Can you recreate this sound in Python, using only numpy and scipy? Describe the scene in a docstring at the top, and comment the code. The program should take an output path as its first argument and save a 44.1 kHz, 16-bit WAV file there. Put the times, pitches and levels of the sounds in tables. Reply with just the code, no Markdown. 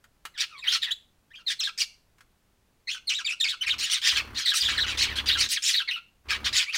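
"""Cockatiels chatter close by: gliding chirps that break into rough noise, then a long run of harsh squawks.
A bird's voice organ whistles when it vibrates evenly and rasps when it vibrates chaotically.
Wings whirr in four bursts, pushing air and setting off a low hum, and something taps the wire cage.
A small, quiet room gives every call and tap a short tail of echoes."""
import sys
import numpy as np
from scipy import signal
from scipy.fft import rfft, irfft, next_fast_len
from scipy.io import wavfile
from scipy.ndimage import uniform_filter1d, map_coordinates

SR = 44100
rng = np.random.default_rng(int(sys.argv[2]) if len(sys.argv) > 2 else 0)


def wav_record(signal):
    """Record a signal, one row per channel, as 16-bit PCM in the file named by sys.argv[1]."""
    frames = np.transpose(np.atleast_2d(signal))
    bounded = np.clip(frames, -1, 1)
    # unit amplitude maps onto the largest positive 16-bit level
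    quanta = np.round(bounded * 32767).astype(np.int16)
    wavfile.write(sys.argv[1], SR, quanta)


N = 298557
TIME = np.arange(N) / SR
TOP_HZ = 15900


def amp(db):
    """Turns decibels into a gain."""
    return 10 ** (np.asarray(db) / 20)


def unit(x):
    """Scales a sound to an average (rms) level of 1."""
    return x / np.sqrt(np.mean(x ** 2))


def gain_at(points, where):
    """Reads a gain off a curve of (frequency, level_db) points."""
    at, db = np.transpose(points)
    return amp(np.interp(np.log(np.maximum(where, at[0])), np.log(at), db))


def coloured(x, points):
    """Shapes the bass and treble of x by such a curve, at level 1."""
    return unit(irfft(rfft(x) * gain_at(points, np.fft.rfftfreq(len(x), 1 / SR)), len(x)))


def wobble(n, rate_hz):
    """A smooth random wiggle, about 1 in size, with rate_hz new values a second."""
    at = np.arange(n) * rate_hz / SR
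    values = rng.standard_normal(int(at[-1]) + 2)
    return map_coordinates(values, [at], mode="nearest")


def add(mix, start_s, sound):
    """Mixes a sound in at start_s."""
    part = mix[round(start_s * SR):][:len(sound)]
    part += sound[:len(part)]


def fade(t, start, end, ramp_s):
    """Fades in at start and out at end."""
    return np.clip(np.minimum(t - start, end - t) / ramp_s, 0, 1)


def progress(x, begin, end):
    """Goes from 0 at begin to 1 at end."""
    return np.clip((x - begin) / (end - begin), 0, 1)


def timeline(length_s):
    """Seconds into a call (t), and the share of it that has passed (u)."""
    t = np.arange(0, length_s, 1 / SR)
    return t, t / length_s


def decay(t, ring_s):
    """Dies away by 60 dB in ring_s."""
    return np.exp(-np.log(1000) * t / ring_s)


# The tone of the quiet room: frequency_hz, level_db
ROOM_NOISE = [(60, -3.5), (400, -17), (14000, -34)]
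def room_noise():
    """A faint, steady rush, strongest in the bass."""
    return amp(-67) * coloured(rng.standard_normal(N), ROOM_NOISE)


def room_echoes(x, tail_db=-13.5, early_s=.065, tail_s=.32):
    """Nearby walls add a few strong echoes, then the room adds a smooth tail."""
    early = rng.standard_normal(N) * (rng.random(N) < .03) * decay(TIME, early_s)
    tail = rng.standard_normal(N) * decay(TIME, tail_s)
    echoes = .65 * early / np.linalg.norm(early) + amp(tail_db) * tail / np.linalg.norm(tail)
    length = next_fast_len(N + SR)
    response = 1 + rfft(echoes, length)
    # keep the overall balance of bass and treble
    response /= np.sqrt(uniform_filter1d(abs(response) ** 2, size=2500))
    return irfft(rfft(x, length) * response, length)[:N]


# Knocks and ticks on the cage, and near 2.2 s a faint rustle made of the same short cracks: start_s, level_db
CAGE_TAPS = [(0.041, -49.5), (.253, -30.5), (2.183, -55), (2.207, -48.5)]
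def cage_taps(ring_s=.054):
    """Each tap is a crack of noise that dies at once."""
    out, t = np.zeros(N), np.arange(0, ring_s, 1 / SR)
    for start_s, level_db in CAGE_TAPS:
        crack = coloured(rng.standard_normal(len(t)), [(400, -31.5), (1400, 7), (14000, -16.5)])
        add(out, start_s, amp(level_db) * crack * decay(t, ring_s))
    return out


# Low ringing notes, likely of the cage: pitch_hz, width_hz (narrow rings longer), level_db
HUM_NOTES = [(50.7, 6.1, -8), (222.8, 8.3, -12.5), (294.5, 6.6, -17)]
def hum(wing_level):
    """Gusts from the wings keep the low notes ringing."""
    out, t = np.zeros(N), TIME[:SR]
    for pitch_hz, width_hz, level_db in HUM_NOTES:
        ring = np.sin(2 * np.pi * pitch_hz * t) * np.exp(-np.pi * width_hz * t)
        gusts = wing_level * rng.standard_normal(N)
        out += amp(level_db) * signal.fftconvolve(gusts, ring / np.linalg.norm(ring))[:N]
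    return out


# The tone of air brushed by feathers: frequency_hz, level_db
FEATHER_TONE = [(150, -8.5), (215, -4), (370, -3), (680, -9.5), (1200, -2), (7000, -30)]
# Bursts of flapping: start_s, end_s, level_db
WING_BURSTS = [(3.642, 3.865, -52.5), (4.093, 4.42, -47), (4.605, 5.494, -44), (6.239, 6.578, -46.5)]
def wings(beat_hz=34.66, swish_db=-1.5, ends_db=-3.5):
    """Up and down strokes both push air and swish, so the whirr is strongest at twice the beat rate."""
    level = np.zeros(N)
    for start, end, db in WING_BURSTS:
        off_middle = 2 * progress(TIME, start, end) - 1
        level += amp(db + ends_db * off_middle ** 2) * fade(TIME, start, end, ramp_s=.05)
    beats = np.cumsum(beat_hz * (1 + .03 * wobble(N, beat_hz / 2))) / SR
    phase = 2 * np.pi * beats
    push = unit(sum(height * np.sin(k * phase) * amp(5.5 * np.tanh(wobble(N, beat_hz)))
                    for k, height in enumerate([.25, 1, .48], 1)))
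    # part of the swish repeats with every beat, which gives it a pitch
    repeating = rng.standard_normal(SR)[(beats % 1 * SR / beat_hz).astype(int)]
    strokes = 2 + np.sin(2 * phase) / 2 + np.sin(phase) / 2
    swish = coloured((repeating / 2 + rng.standard_normal(N)) * strokes, FEATHER_TONE)
    return level * (push + amp(swish_db) * swish) + hum(level)


# The tone of throat and beak: frequency_hz, level_db
THROAT_TONE = [(700, -24), (1500, -6.5), (3200, -1), (5600, -3.5), (7600, -8.5), (9300, -8.5),
               (11000, -16.5), (14000, -12.5)]
def throat(hz):
    """Throat and beak let some frequencies through better than others."""
    return gain_at(THROAT_TONE, hz)


def whistle(hz, overtone_db, split_db, rough):
    """Even vibration makes overtones; when its cycles alternate, the voice splits, adding tones between."""
    n = len(hz)
    shake = .02 * wobble(n, 240) + .1 * (rough + .16) * wobble(n, 1100)
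    phase = 2 * np.pi * np.cumsum(hz * (1 + shake)) / SR
    k = np.arange(1, 11)[:, None] / 2  # multiples of the pitch: 0.5, 1, 1.5 ... 5
    split_tones = amp(split_db) * (2 * k) ** -1.8
    whole_tones = k ** -1.96 * amp(overtone_db * (k == 2))
    flicker = amp([4 * wobble(n, 175) for _ in k])
    heights = np.where(k % 1, split_tones, whole_tones) * throat(k * hz) * (k * hz < TOP_HZ) * flicker
    return unit((heights * np.sin(k * phase)).sum(0) / np.linalg.norm(heights, axis=0))


# How the rasp spreads around the pitch: multiple_of_pitch, level_db
RASP_SPREAD = [(.18, -15), (.42, -7.5), (.95, 4.5), (1.45, 1), (2.3, -7.5), (5, -19.5)]
def rasp(hz, bands, size=256):
    """Chaotic vibration makes noise around the pitch, bunched in bands hz / bands apart."""
    n = len(hz)
    f, t, spectrum = signal.stft(rng.standard_normal(n + size), SR, nperseg=size)
    multiple = f[:, None] / np.interp(t * SR, np.arange(n), hz)
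    # brief tones come and go, gliding with the pitch
    pattern = rng.standard_normal((size, size))
    flicker_db = 5 * map_coordinates(pattern, np.broadcast_arrays(9 * multiple, 60 * t))
    bands_db = 3.5 * np.cos(2 * np.pi * bands * multiple)
    shape = gain_at(RASP_SPREAD, multiple) * throat(f)[:, None] * amp(flicker_db + bands_db)
    noise = signal.istft(spectrum * shape / np.linalg.norm(shape, axis=0), SR)[1][:n]
    return unit(noise * amp(1.5 * wobble(n, 640)))


CLEAN_SPLIT_DB = -27  # a clean whistle hardly splits
def voice(t, hz, level_db, overtone_db, split_db, rough, bands=2):
    """A whistle that trembles and gives way to rasp as rough goes from 0 to 1."""
    rough = np.clip(rough, 0, 1)
    hz = hz * (1 + .03 * wobble(len(t), 110))
    tone = whistle(hz, overtone_db, split_db, rough)
    tremble = amp(7 * np.sqrt(rough) * np.tanh(wobble(len(t), 300)))
    chaos = np.pi / 2 * rough ** 1.35
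    blend = np.cos(chaos) * unit(tone * tremble) + np.sin(chaos) * rasp(hz, bands)
    return amp(level_db) * blend * fade(t, 0, t[-1], ramp_s=.0018)


def glide(u, from_hz, to_hz):
    """A pitch that moves fast at first, then settles as u reaches 1."""
    return to_hz + (from_hz - to_hz) * np.clip(1 - u, 0, 1) ** 1.4


# How squarely the chirping bird faces the listener: time_s, treble_db
BEAK_AIM = [(.9, -6.5), (1.55, -3.5), (3.4, 3.5), (3.65, -3), (5.9, -11)]
def head_turns(x, low_hz=4850):
    """The beak sends treble forward, so chirps brighten when the bird faces the listener."""
    band = signal.butter(3, [low_hz, 2 * low_hz], "band", fs=SR, output="sos")
    treble_gain = amp(np.interp(TIME, *np.transpose(BEAK_AIM)))
    return x + (treble_gain - 1) * signal.sosfiltfilt(band, x)


# Short notes: start_s, length_s, from_hz, to_hz, level_db, overtone_db, roughness (0-1)
PEEP_NOTES = [ (0.34, 0.055, 1984, 1480, -47.5, 4.5, 0.17), (0.495, 0.11, 1395, 1012, -47, 4, 0.11),
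              (0.572, 0.048, 4300, 3740, -43, 8, 0.26), (0.672, 0.024, 2966, 3316, -20, -1, 0),
              (0.817, 0.045, 3730, 3314, -24, -0.5, 0.51), (0.849, 0.063, 2234, 1710, -35, 12, 0.49),
              (0.907, .022, 2830, 4060, -22, 0.5, 0.17), (1.304, 0.027, 1520, 2025, -53, -4.5, .14),
              (1.464, 0.034, 4170, 3720, -24, -5, 0.14), (1.494, .022, 2026, 1500, -27, 25, 0),
              (1.804, 0.024, 2923, 2456, -20.5, 23, 0.24), (2.872, 0.028, 2095, 2114, -29.5, 9.5, 0.03),
              (3.245, 0.017, 2270, 2310, -28.5, 10, 0.11), (3.4, 0.023, 4225, 3280, -21, 0, 0.15),
              (3.609, 0.024, 2894, 3230, -24.5, -3, 0), (3.619, .037, 3130, 1690, -31.5, 7.5, 0.51),
              (5.033, 0.12, 3077, 1593, -32.5, 5, 0.66), (5.555, 0.031, 2980, 1310, -25.5, 13.5, 0.29),
              (5.875, 0.032, 2436, 1814, -25, 11, 0.16), (6.661, 0.067, 1934, 2840, -33, -9, 0.22),
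              (6.724, 0.044, 3186, 1437, -27, 9, 0.43)]
def peep(length_s, from_hz, to_hz, peak_db, overtone_db, rough, ends_db=-9.5):
    """One glide, loudest in the middle; the rougher it is, the more it splits."""
    t, u = timeline(length_s)
    level_db = peak_db + ends_db * (2 * u - 1) ** 2
    return voice(t, glide(u, from_hz, to_hz), level_db, overtone_db, CLEAN_SPLIT_DB * (1 - rough), rough)


# Full chirps: start_s, length_s, open_hz, dip_hz, crest_hz, crest_at (0-1 of the call), open_db,
# crest_db, dip_overtone_db, dip_split_db, dip_roughness (0-1), crest_roughness (0-1)
WARBLE_CALLS = [ (0.619, .15, 2600, 1800, 3650, 0.5, -36.5, -24.5, 10.5, -9, 0.65, 0.48),
                (1.333, 0.09, 3170, 2430, 3300, 0.28, -39.5, -44.5, -12, -20, 0.1, 0.33),
                (1.59, 0.11, 4250, 2540, 4080, 0.51, -22.5, -25, 19.5, -29, 0.2, 0.34),
                (2.886, 0.098, 2550, 2600, 3400, 0.34, -19, -32, -1, -29, 0.33, 0.42),
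                (3.071, 0.15, 4400, 2550, 4100, 0.62, -21.5, -27.5, 7, -45, 0.65, 0.16),
                (3.257, .085, 3850, 2500, 2600, 0.77, -22.5, -28.5, -25, -51, 0.3, 0.28),
                (3.42, 0.13, 4000, 2100, 4000, 0.6, -20, -27.5, 6.5, -32, 0.33, 0.56),
                (3.659, 0.088, 2870, 2200, 3800, 0.55, -23.5, -21, -5.5, -27, 0.6, 0.25),
                (4.448, 0.1, 4800, 3700, 4150, 0.41, -19.5, -19.5, 4.5, -1, 0.48, 0.42),
                (4.601, .105, 5200, 3300, 3600, .62, -17.5, -22.5, 7, -22, 0.6, 0.4),
                (4.77, 0.089, 4450, 3600, 4250, 0.47, -20, -20.5, -7.5, 5, 0.56, .27),
                (5.277, 0.11, 5050, 3100, 3850, 0.45, -13.5, -22.5, -10, -12.5, 0.65, 0.52),
                (5.732, 0.093, 4450, 3900, 4150, 0.36, -15.5, -19.5, 8.5, -8, 0.54, 0.29),
                (5.904, 0.088, 3200, 2600, 3000, 0.35, -19.5, -29, 6, -31, 0.42, 0.17)]
def warble(length_s, open_hz, dip_hz, crest_hz, crest_at, open_db, crest_db, overtone_db, dip_split_db,
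           dip_rough, crest_rough, end_hz=2600, end_split_db=2.5, end_rough=.4, attack_s=.0097):
    """A clean falling whistle snaps into a rough dip, climbs to a crest, then collapses and splits."""
    t, u = timeline(length_s)
    dip_at = .62 * crest_at
    fall, drop = progress(u, 0, dip_at), progress(u, crest_at, .97)
    climb = np.sin(np.pi / 2 * progress(u, dip_at, crest_at)) ** 2
    # the voice breaks partway down each slope
    snapped, collapsed = progress(fall, .35, .55), progress(drop, .35, .55)
    snap_hz = open_hz + (dip_hz - open_hz) * snapped
    hz = (glide(fall, open_hz, dip_hz) + snap_hz) / 2
    hz += (crest_hz - dip_hz) * climb + (end_hz - crest_hz) * drop ** 1.15
    dip_db, end_db = (open_db + crest_db) / 2 - 4, crest_db - 11
    level_db = np.interp(u, [0, dip_at, crest_at, 1], [open_db, dip_db, crest_db, end_db])
    level_db -= 19 * (1 - progress(t, 0, attack_s))
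    in_dip = snapped * (1 - climb)
    rough = dip_rough * in_dip + crest_rough * climb * (1 - collapsed) + end_rough * collapsed
    split_db = CLEAN_SPLIT_DB + (dip_split_db - CLEAN_SPLIT_DB) * in_dip
    split_db += (end_split_db - CLEAN_SPLIT_DB) * collapsed
    return voice(t, hz, level_db, overtone_db * in_dip, split_db, rough)


# Harsh calls: start_s, length_s, peak_at (0-1 of the call), pitch_hz, peak_db, swell_db (rise to the peak)
SQUAWK_CALLS = [ (0.375, 0.074, 0.52, 3568, -24, 11.5), (0.718, 0.063, 0.5, 4380, -22, 4.5),
                (1.48, 0.063, 0.62, 4180, -28, 11.5), (1.776, 0.07, 0.5, 5240, -25.5, 8.5),
                (3.782, 0.12, .5, 4364, -26, 7), (3.897, 0.09, 0.34, 4650, -21, 9),
                (4.015, 0.13, 0.53, 3730, -19, 12.5), (4.144, 0.071, 0.43, 3380, -21, 11),
                (4.345, 0.11, 0.3, 3920, -26.5, 16.5), (4.536, 0.09, 0.4, 5748, -23, 6),
                (4.684, 0.1, 0, 2960, -24.5, 3), (4.864, 0.1, 0.2, 3034, -27, 6.5),
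                (4.972, 0.092, 0.61, 4270, -20, 9.5), (5.155, 0.057, 0.58, 3393, -25, 7.5),
                (5.258, 0.042, .65, 3660, -25.5, 7.5), (5.371, 0.099, 0.43, 4360, -20.5, 11),
                (5.487, 0.077, 0.5, 5810, -23, 11.5), (5.621, 0.12, 0.61, 5725, -20.5, 10.5),
                (6.285, 0.086, 0.36, 2697, -22.5, 16.5), (6.443, 0.053, 0.44, 3263, -21.5, 10),
                (6.526, 0.12, .44, 4030, -19, 11), (6.731, 0.067, 0.39, 4850, -26.5, 10.5)]
def squawk(length_s, peak_at, pitch_hz, peak_db, swell_db, fade_db=12.5):
    """A rough call that swells and fades; its pitch rises with effort and sinks as the beak closes."""
    t, u = timeline(length_s)
    off_peak = np.interp(u, [0, peak_at, 1], [1, 0, 1])
    effort_db = -np.where(u < peak_at, swell_db, fade_db) * off_peak ** 1.3
    sag = np.exp(-.25 * progress(u, peak_at, .99))
    hz = pitch_hz * amp(.09 * effort_db) * sag
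    return voice(t, hz, peak_db + effort_db, overtone_db=0, split_db=2.5, rough=.84, bands=3)


def scene():
    """Calls and taps echo in the room, over wingbeats and faint noise."""
    chirps, squawks = np.zeros((2, N))
    for start_s, *row in WARBLE_CALLS:
        add(chirps, start_s, warble(*row))
    for start_s, *row in PEEP_NOTES:
        add(chirps, start_s, peep(*row))
    for start_s, *row in SQUAWK_CALLS:
        add(squawks, start_s, squawk(*row))
    background = room_noise()
    calls_and_taps = room_echoes(head_turns(chirps) + squawks + cage_taps())
    return (background + wings() + calls_and_taps)[None]


def record(dry):
    """Cuts the treble above TOP_HZ."""
    lowpass = signal.firwin(511, TOP_HZ, window="blackman", fs=SR)
    return signal.oaconvolve(dry, lowpass[None], "same")


dry = scene()
out = record(dry)
wav_record(out)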